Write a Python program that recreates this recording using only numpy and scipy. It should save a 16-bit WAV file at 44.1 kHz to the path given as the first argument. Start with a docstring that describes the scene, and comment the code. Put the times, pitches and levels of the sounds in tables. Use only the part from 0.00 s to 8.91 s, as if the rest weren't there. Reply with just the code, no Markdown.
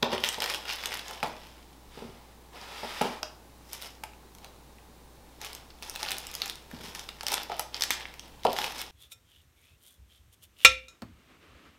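"""Snack wrappers of plastic and foil are handled at a wooden table, a few steps from a mono microphone.
Creases snap as short ringing facets over a crackle of filtered noise bursts; taut foil rings on faintly.
Packets slide as dense friction grains, and packets and hands land on the table top, ringing its modes.
The small room answers with echoes and a noise tail; mains hum and ventilation stay underneath."""
import sys
import numpy as np
from scipy import signal
from scipy.fft import rfft, irfft, next_fast_len
from scipy.io import wavfile
from scipy.ndimage import map_coordinates

SR = 44100
rng = np.random.default_rng(int(sys.argv[2]) if len(sys.argv) > 2 else 0)


def waveform_to_disk(signal):
    """Save audio, clipped to [-1, 1], as 16-bit WAV at the path in sys.argv[1]."""
    frames = np.transpose(np.atleast_2d(signal))
    scaled = np.clip(frames, -1, 1) * 32767
    samples = np.round(scaled).astype(np.int16)
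    wavfile.write(sys.argv[1], SR, samples)


N = 392931

# spectrum of the wrapper sheet: f/Hz, level/dB
FILM_SPECTRUM = [(700, -11.5), (1400, -2), (2400, -1), (3400, 1.5), (4300, -4), (5200, -4), (6500, -22.5),
                 (8000, -52)]
# spectrum of the wrapper's treble: f/Hz, level/dB
CRISP_SPECTRUM = [(5000, 0), (7000, -5), (10000, -6), (14500, -7.5), (15700, -18), (16200, -45)]
# spectrum of the packet body, also heard from the table under a slide: f/Hz, level/dB
BODY_SPECTRUM = [(150, -11.5), (300, -4.5), (450, 1.5), (650, 2.5), (830, 5.5), (1050, 0), (1500, -18)]
# spectrum of a dragged surface, also of the edge of a landing: f/Hz, level/dB
DRAG_SPECTRUM = [(900, -8), (1300, 1), (3600, 0.5), (4400, -4.5), (5000, -1), (6500, -12), (12300, -16.5),
                 (15700, -22), (16000, -60)]


def amp(db):
    """Gain of a dB value."""
    return 10 ** (np.asarray(db) / 20)


def unit(x):
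    """Scaled to rms 1."""
    return x / np.sqrt(np.mean(x ** 2) + 1e-20)


def peak(x):
    """Scaled to peak 1."""
    return x / np.abs(x).max()


def noise():
    """White noise for the whole scene."""
    return rng.standard_normal(N)


def along(points, hz):
    """Values read between (f/Hz, value) points on a log frequency axis."""
    f, v = np.transpose(points)
    return np.interp(np.log(hz + 1), np.log(f + 1), v)


def curves(tables):
    """One value per sample for each column after the time; the first falls to -100 dB between tables."""
    rows = []
    for table in tables:
        first, last = np.array(table[0], float), np.array(table[-1], float)
        first[:2] = first[0] - .02, -100
        last[:2] = last[0] + .02, -100
        rows += [first, *table, last]
    s, *columns = np.transpose(np.array(rows, float))
    return [np.interp(np.arange(N) / SR, s, column) for column in columns]


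def wobble(rate):
    """A smooth random curve through rate random knots a second."""
    knots = rng.standard_normal(int(N * rate / SR) + 4)
    return map_coordinates(knots, [np.arange(N) * rate / SR])


def coloured(x, spectrum):
    """x through a (f/Hz, level/dB) spectrum, silent outside it, brought to rms 1."""
    m = next_fast_len(N + 8192)
    hz = np.fft.rfftfreq(m, 1 / SR)
    inside = (hz > spectrum[0][0]) & (hz < spectrum[-1][0])
    return unit(irfft(rfft(x, m) * amp(along(spectrum, hz)) * inside, m)[:N])


def crackle(count, spread_db, clump_db, bed_db, life):
    """Short noise bursts of uneven size and life seconds, in clumps, over a bed of noise."""
    at, chance = rng.random((2, count))
    size = amp(spread_db * np.minimum(-np.log(chance), 3))
    strikes = np.bincount((at * N).astype(int), size, N)
    bursts = signal.lfilter([1], [1, -np.exp(-1 / (life * SR))], strikes)
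    return amp(clump_db * wobble(45)) * (unit(bursts) + amp(bed_db)) * noise()


def background():
    """Ventilation and microphone hiss, a slightly unsteady hum and a slow low rumble."""
    # ventilation and hiss: f/Hz, level/dB
    air_spectrum = [(44, -42), (75, -15), (107, -8.5), (251, -10), (314, -10), (481, -12.5), (673, -16),
                    (842, -11.5), (1350, -22), (3370, -26.5), (3770, -24), (4930, -27.5), (12400, -31.5),
                    (15800, -32)]
    rumble_spectrum = [(15, 0), (28, 0), (36, -8), (55, -14)]  # f/Hz, level/dB
    hum_hz = 60
    air = amp(-55.5 + 0.17 * wobble(3.1)) * coloured(noise(), air_spectrum)
    hum = amp(-54.5 + 0.9 * wobble(8.1)) * np.sin(2 * np.pi * hum_hz * np.arange(N) / SR)
    rumble = amp(-66 + 3 * wobble(2.5)) * coloured(noise(), rumble_spectrum)
    return air + hum + rumble


def room(x, wet_db):
    """Early echoes and a tail dying by frequency, weaker in the bass; the hands move, so it keeps changing."""
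    # decay time of the tail: f/Hz, t60/s
    decay = [(100, 0.51), (500, 0.47), (1400, 0.47), (3700, 0.36), (7000, 0.29), (15000, 0.11)]
    # early echoes off the walls, each delay varied by up to a tenth: t/s, level/dB
    echoes = [(.0022, -15.5), (.0054, -31), (0.0113, -24)]
    out, step = np.zeros(N + 2 * SR), SR // 4  # a new answer every quarter second
    for start in range(0, N, step):
        hz, t, z = signal.stft(rng.standard_normal(SR // 2), SR, nperseg=256)
        hz = hz[:, None]
        tilt_db = 0.5 * np.log2(hz / 2000 + 0.23)
        tail = signal.istft(z * amp(tilt_db - 60 * t / along(decay, hz)), SR, nperseg=256)[1]
        tail = np.pad(amp(wet_db) * tail / np.linalg.norm(tail), (100, 0))  # starts 100 samples late
        for s, db in echoes:
            tail[round(s * SR * rng.uniform(.9, 1.1))] += amp(db)
        answer = signal.fftconvolve(x[start:start + step], tail)
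        out[start:start + len(answer)] += answer
    return out[:N]


def slides():
    """Packet or arm dragged over the table: dense friction grains excite the surface and the table."""
    # one list of points a slide: t/s, hiss level/dB, table body level/dB over the hiss
    drags = [
        [(1.82, -83, -5.5), (1.93, -56, -13), (1.99, -52.5, 2), (2.1, -60, 1.5), (2.33, -68, -5)],
        [(2.53, -58.5, 5), (2.56, -50.5, -3), (2.7, -48.5, -4), (2.83, -43.5, -9), (2.9, -42.5, -6.5),
         (3.0, -42.5, -11), (3.05, -40, 2.5), (3.2, -54, 2)],
    ]
    hiss_db, body_db = curves(drags)
    grains = crackle(count=30000, spread_db=2.5, clump_db=.8, bed_db=4, life=.0003)
    hiss = coloured(grains, DRAG_SPECTRUM)
    table_body = amp(body_db) * coloured(grains, BODY_SPECTRUM)
    return amp(hiss_db) * (hiss + table_body)


def knocks():
    """Each landing rings the modes near its centre; its weight drives the low table modes, its edge cracks."""
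    # things landing on the table: t/s, peak level of the ring/dB, centre of the excited modes f/Hz, weight/dB
    landings = [(0.0256, -20.5, 594, 19), (0.1277, -23, 864, 15), (.38, -27, 443, -27),
                (1.229, -22, 950, 3), (1.973, -37, 304, 14), (2.0203, -35, 260, 5), (2.046, -35.5, 150, -9),
                (2.086, -39.5, 170, -16), (2.831, -28, 517, -9), (2.845, -28, 700, -2),
                (3.012, -14, 724, 6), (3.0228, -22, 830, -19), (3.052, -25.5, 382, -12),
                (3.2287, -28, 523, -34), (4.036, -31, 1000, -22), (6.0291, -32, 850, -17),
                (6.7334, -32, 183, -33), (6.799, -39, 169, -13), (6.839, -40, 200, -3), (6.88, -40, 180, 2),
                (7.2329, -33.5, 870, -9), (7.32, -23.5, 796, -30), (7.497, -25.5, 650, -36),
                (7.5178, -25, 860, -29), (7.5948, -24, 970, -34), (8.4508, -9.5, 600, -18),
                (8.485, -22.5, 420, -13), (8.587, -26.5, 833, -8)]
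    # modes of table top and packets, level and pitch varied a little each time: f/Hz, level/dB, t60/s
    modes = [(95, 3, 0.24), (146, 5, 0.06), (237, 5, 0.11), (306, -10, 0.23), (383.5, -2.5, 0.21),
             (463, 11.5, 0.048), (614.4, 5.5, 0.17), (687, 16, 0.033), (852, 20, 0.039), (979, 3, 0.15),
             (1254, 15.5, 0.026)]
    contact_cycles = 0.3  # build-up time constant, in cycles of the centre
    slap_db, slap_cycles = -4, 0.8  # first contact pushes the air once: level over the ring, length
    out, t = np.zeros(N), np.arange(SR // 4) / SR
    hz, level_db, t60 = np.transpose(modes)[..., None]
    sign = (-1) ** np.arange(len(modes))[:, None]  # neighbouring modes ring with opposite signs
    edge = coloured(noise(), DRAG_SPECTRUM)
    for s, db, centre_hz, weight_db in landings:
        at = round(s * SR)
        near_centre = amp(-9 * np.log2(hz / centre_hz) ** 2)
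        low_modes = amp(weight_db - 9 * np.log2(hz / 250) ** 2)
        share = sign * (near_centre + low_modes) * amp(level_db + rng.normal(0, 2.5, hz.shape))
        detune = rng.normal(1, .02, hz.shape)
        ring = (share * amp(-60 * t / t60) * np.sin(2 * np.pi * hz * detune * t)).sum(0)
        ring = peak(ring * (1 - np.exp(-t * centre_hz / contact_cycles)))
        slap = np.sin(2 * np.pi * centre_hz * t) * np.exp(-(t * centre_hz / slap_cycles) ** 2)
        # higher-pitched landings crack louder
        crack_db = -11.5 + 13.5 * np.log2(centre_hz / 800) - 60 * t / 0.025
        crack = amp(crack_db) * edge[at:][:len(t)]
        out[at:][:len(t)] += amp(db) * (ring + crack + amp(slap_db) * slap)
    return out


def tings():
    """A flicked patch of foil holds one tone for a moment, its level flickering as it dies."""
    # taut foil: t/s, level/dB before the flicker, f/Hz, t60/s
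    patches = [(4.445, -57, 3960, 0.18), (4.4445, -57, 4760, .15)]
    t, out = np.arange(N) / SR, np.zeros(N)
    for s, db, hz, t60 in patches:
        level = amp(db + 4 * wobble(60) - 60 * abs(t - s) / t60) * (t > s)
        out += level * np.sin(2 * np.pi * hz * (t - s))
    return out


def handling():
    """Gains over time of the sheet, its treble and the packet body; overlapping grips add in power."""
    # each grip on a wrapper: strongest at t/s, swell/s and fade/s across the grip range,
    # crackle level/dB, then crispness level/dB and packet body level/dB over the crackle
    grips = [(0.032, 0.0091, 0.12, -44, -25, 16.5), (0.138, 0.041, 0.052, -32.5, -15, 3),
             (0.249, 0.054, 0.14, -33.5, -8.5, -10), (0.33, 0.046, 0.08, -40.5, -7, -4),
             (0.425, 0.064, 0.17, -41, -18, -0.5), (0.505, 0.12, 0.15, -37, -7.5, -6.5),
             (0.652, .01, .15, -47, -16, -3), (0.704, 0.067, 0.11, -36.5, -12.5, -11.5),
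             (0.863, 0.14, 0.29, -38.5, -10, -7), (1.055, 0.59, 0.24, -53.5, -12, -3),
             (1.1, 0.039, 0.28, -47.5, -9, -1.5), (1.235, 0.0067, 0.078, -39.5, -14, 8.5),
             (1.367, .15, 0.37, -53, -10, -5), (3.738, 0.097, 0.12, -49, -1.5, -9),
             (3.846, 0.088, 0.088, -47.5, -3, -7), (4.45, 0.044, 0.063, -55, -16, 4),
             (5.425, 0.019, 0.12, -43, -9, -6.5), (5.457, 0.033, 0.052, -40, -4, -15),
             (5.559, 0.24, 0.16, -54, -12, -3), (5.833, 0.025, .5, -49.5, -4.5, -4.5),
             (6.035, 0.2, .15, -44, -7, -4), (6.122, 0.1, 0.17, -42, -8, -3.5),
             (6.464, 0.46, 0.15, -44.5, -7.5, -8), (6.715, 0.012, 1, -53.5, -8, -4),
             (7.001, 0.49, 0.21, -51.5, -4.5, -5.5), (7.339, 0.11, 0.15, -37, -10.5, -4.5),
             (7.528, 0.061, 0.063, -41.5, -32, -1), (7.604, 0.061, 0.067, -46.5, -5, -10),
             (7.752, 0.042, 0.28, -45.5, -12, -5.5), (7.833, 0.087, .15, -48, -7, -3),
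             (7.916, 0.037, 0.11, -39, -8.5, -22), (8.0, 0.088, 0.19, -48, -19, -4),
             (8.245, 0.17, 0.59, -61.5, -12, -3), (8.457, 0.0055, 0.053, -45.5, -15, 24),
             (8.5, 0.069, 0.36, -45, -9, -10), (8.589, 0.049, 0.25, -36.5, -7, -2.5),
             (8.78, .008, 0.059, -45, 3.5, -9), (8.796, 0.048, 0.066, -41.5, -10, -10)]
    grip_range_db = 20
    power, t = np.zeros((3, N)), np.arange(N) / SR
    for s, swell, fade, db, crisp_db, body_db in grips:
        away = np.maximum((s - t) / swell, (t - s) / fade)
        parts = amp([[0], [crisp_db], [body_db]])
        power += parts ** 2 * amp(db - grip_range_db * away) ** 2
    return np.sqrt(power)


def film(sheet, crisp, body):
    """Countless small folds crackle; each shakes the sheet, its treble and the packet body together."""
    folds = crackle(count=5000, spread_db=3.5, clump_db=2.5, bed_db=-1.5, life=.0006)
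    packet = coloured(unit(folds) + 1.4 * noise(), BODY_SPECTRUM)  # the body also gets steadier noise
    return sheet * coloured(folds, FILM_SPECTRUM) + crisp * coloured(folds, CRISP_SPECTRUM) + body * packet


def small_snaps(sheet):
    """Lesser creases give way at chance moments, as strong as the grip on the wrapper."""
    count, over_crackle_db = 400, 16
    facet_hz, facet_spread_oct = 3920, 0.57
    click_db, click_spread_db = -10, 5
    at = rng.random(count) * (N - SR // 20)
    pitch, click = rng.standard_normal((2, count))
    db = 20 * np.log10(sheet[at.astype(int)] + 1e-9) + over_crackle_db
    hz = facet_hz * 2 ** (facet_spread_oct * pitch)
    return np.transpose([at / SR, db, hz, click_db + click_spread_db * click])


def snaps(creases):
    """A crease buckles: its facet rings a few cycles while the sheet around it cracks, with a treble click."""
    out, t = np.zeros(N), np.arange(SR // 50) / SR
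    sheet, treble = coloured(noise(), FILM_SPECTRUM), coloured(noise(), CRISP_SPECTRUM)
    onset = 1 - np.exp(-t / .0001)  # the fold gives way within a fraction of a millisecond
    for s, db, hz, click_db in creases:
        at = round(s * SR)
        neighbour = 0.42 * np.sin(2 * np.pi * hz * rng.uniform(0.43, 0.91) * t)  # the larger facet beside it
        facet = (np.sin(2 * np.pi * hz * t) + neighbour) * np.exp(-t * hz / 1.84)
        facet = facet * rng.choice([-1, 1])  # buckles either way
        crack = peak(sheet[at:][:len(t)] * np.exp(-t / 0.0022))
        click = peak(treble[at:][:len(t)] * np.exp(-t / 0.00077))
        out[at:][:len(t)] += amp(db) * onset * (facet + 0.33 * crack + amp(click_db) * click)
    return out


def scene():
    """All sources in one room, heard alike in both channels; small sources radiate little bass."""
    # creases buckling: t/s, level/dB, pitch of the facet f/Hz, treble click level/dB over the crease
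    large_snaps = [(0.0263, -15, 4170, -17), (0.029, -5, 3530, -21), (0.18, -18, 3060, -16),
                   (0.2388, -7, 3000, -12), (0.2461, -11.5, 3320, -4.5), (0.258, -22, 2500, -5),
                   (0.2888, -14, 2980, 1.5), (0.3438, -19, 4770, -12), (0.4038, -14, 4770, -7),
                   (0.4211, -14, 3040, -2.5), (0.441, -13.5, 4930, -4), (0.46, -14.5, 4550, -5),
                   (0.4992, -12, 4700, -9), (0.539, -17, 3130, -14), (0.5464, -16, 3000, -2),
                   (0.6537, -28.5, 2890, -4), (0.6993, -19, 2650, -23), (0.8378, -21, 2190, -6),
                   (0.8578, -16, 3550, -2.5), (0.9284, -20, 2700, -13), (0.9724, -25.5, 3340, 0.5),
                   (0.9934, -23.5, 3250, -3.5), (1.082, -23, 6550, -2.5), (1.2292, -16, 2400, -32),
                   (1.2349, -24.5, 1540, -5), (1.282, -39, 7200, 7), (1.366, -36, 5200, -14),
                   (2.614, -29, 4800, -10), (3.0171, -25.5, 2590, 4), (3.2308, -13, 5140, -12),
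                   (3.7319, -25.5, 6650, 7.5), (3.817, -28, 4600, -5), (3.823, -24, 3780, -2),
                   (3.866, -28, 5200, -9), (3.952, -37, 5200, -15), (4.0375, -27, 2190, 3.5),
                   (4.135, -39, 2630, -15), (4.35, -36.5, 6030, 0.5), (4.385, -37.5, 4200, 0.5),
                   (4.4455, -29.5, 4100, -2), (4.785, -41, 2490, -25), (5.4152, -27.5, 3800, 0.5),
                   (5.4467, -28, 2540, 0), (5.531, -28, 4000, 0), (5.55, -28, 4070, 4),
                   (5.704, -32.5, 4610, -25), (5.8246, -26, 2600, -5), (5.831, -23.5, 5380, -12),
                   (5.8972, -26, 5400, 7), (5.9535, -26.5, 3770, -3), (5.9595, -17.5, 4000, -6.5),
                   (6.028, -30, 3500, -8), (6.0305, -11.5, 5130, -5.5), (6.0505, -23, 2670, -6),
                   (6.0626, -18.5, 3080, -11), (6.0829, -21, 4170, -18), (6.087, -14.5, 4300, -14),
                   (6.0938, -23, 4760, -6), (6.107, -22, 2450, 0), (6.1174, -14.5, 3480, -5),
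                   (6.127, -24, 3300, 0), (6.1684, -22, 4160, -9), (6.183, -24.5, 3537, 5.5),
                   (6.2687, -26.5, 5400, 4), (6.3145, -31, 5000, 1), (6.34, -26, 6400, 1),
                   (6.3418, -30, 5000, -8), (6.3517, -18, 4800, -2), (6.4008, -30, 4000, -7),
                   (6.4188, -10, 4230, -11), (6.4586, -25, 2540, 3.5), (6.4788, -31, 5000, 4),
                   (6.4977, -20.5, 3520, 0.5), (6.556, -29, 3980, -5), (6.7135, -31.5, 1740, -4),
                   (6.95, -20, 5170, -6.5), (6.9943, -21.5, 5770, -5), (7.0898, -18.5, 3500, -14),
                   (7.2093, -17.5, 4740, -15), (7.2325, -25.5, 5800, 5.5), (7.267, -8.5, 5400, -11),
                   (7.2833, -13.5, 4900, -1.5), (7.3186, -20, 3620, 3), (7.328, -17.5, 3620, -4),
                   (7.3414, -15, 3760, 4), (7.3796, -14.5, 3530, -40), (7.433, -26.5, 5030, 1),
                   (7.5177, -33, 2010, -15), (7.5948, -18.5, 4550, 8), (7.7445, -12.5, 4800, -16.5),
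                   (7.7671, -20.5, 4815, -13.5), (7.8092, -12, 5240, -11.5), (7.8219, -6, 5400, -10.5),
                   (7.8368, -10.5, 4650, -1.5), (7.9061, -11, 2150, -1), (7.9103, -13.5, 3400, -28.5),
                   (8.0087, -28, 2560, -8), (8.0547, -23, 2150, -31), (8.1401, -33, 2330, -3),
                   (8.1953, -21.5, 5460, -13), (8.4345, -27, 3660, -13), (8.444, -27, 5200, -17.5),
                   (8.4678, -14, 3060, -16), (8.5194, -26, 4220, -8), (8.5304, -20.5, 3560, 2.5),
                   (8.5649, -15, 3480, -17), (8.582, -24, 3660, -8), (8.5874, -10.5, 3330, -8),
                   (8.6167, -15.5, 3530, -8), (8.6427, -13.5, 2510, -5.5), (8.8164, -23, 3480, 2.5)]
    sheet, crisp, body = handling()
    wrappers = film(sheet, crisp, body) + snaps([*large_snaps, *small_snaps(sheet)]) + tings()
    near = wrappers + knocks() + slides()
    near = signal.sosfilt(signal.butter(2, 100, "high", fs=SR, output="sos"), near)
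    mono = near + room(near, wet_db=-8.0) + background()
    return np.array([mono, mono])


def record(dry):
    """A small constant offset, and nothing above the band limit."""
    offset, top_hz = .0004, 16990
    m = next_fast_len(N + 8192)
    passed = np.fft.rfftfreq(m, 1 / SR) < top_hz
    return irfft(rfft(dry + offset, m) * passed, m)[:, :N]


dry = scene()
out = record(dry)
waveform_to_disk(out)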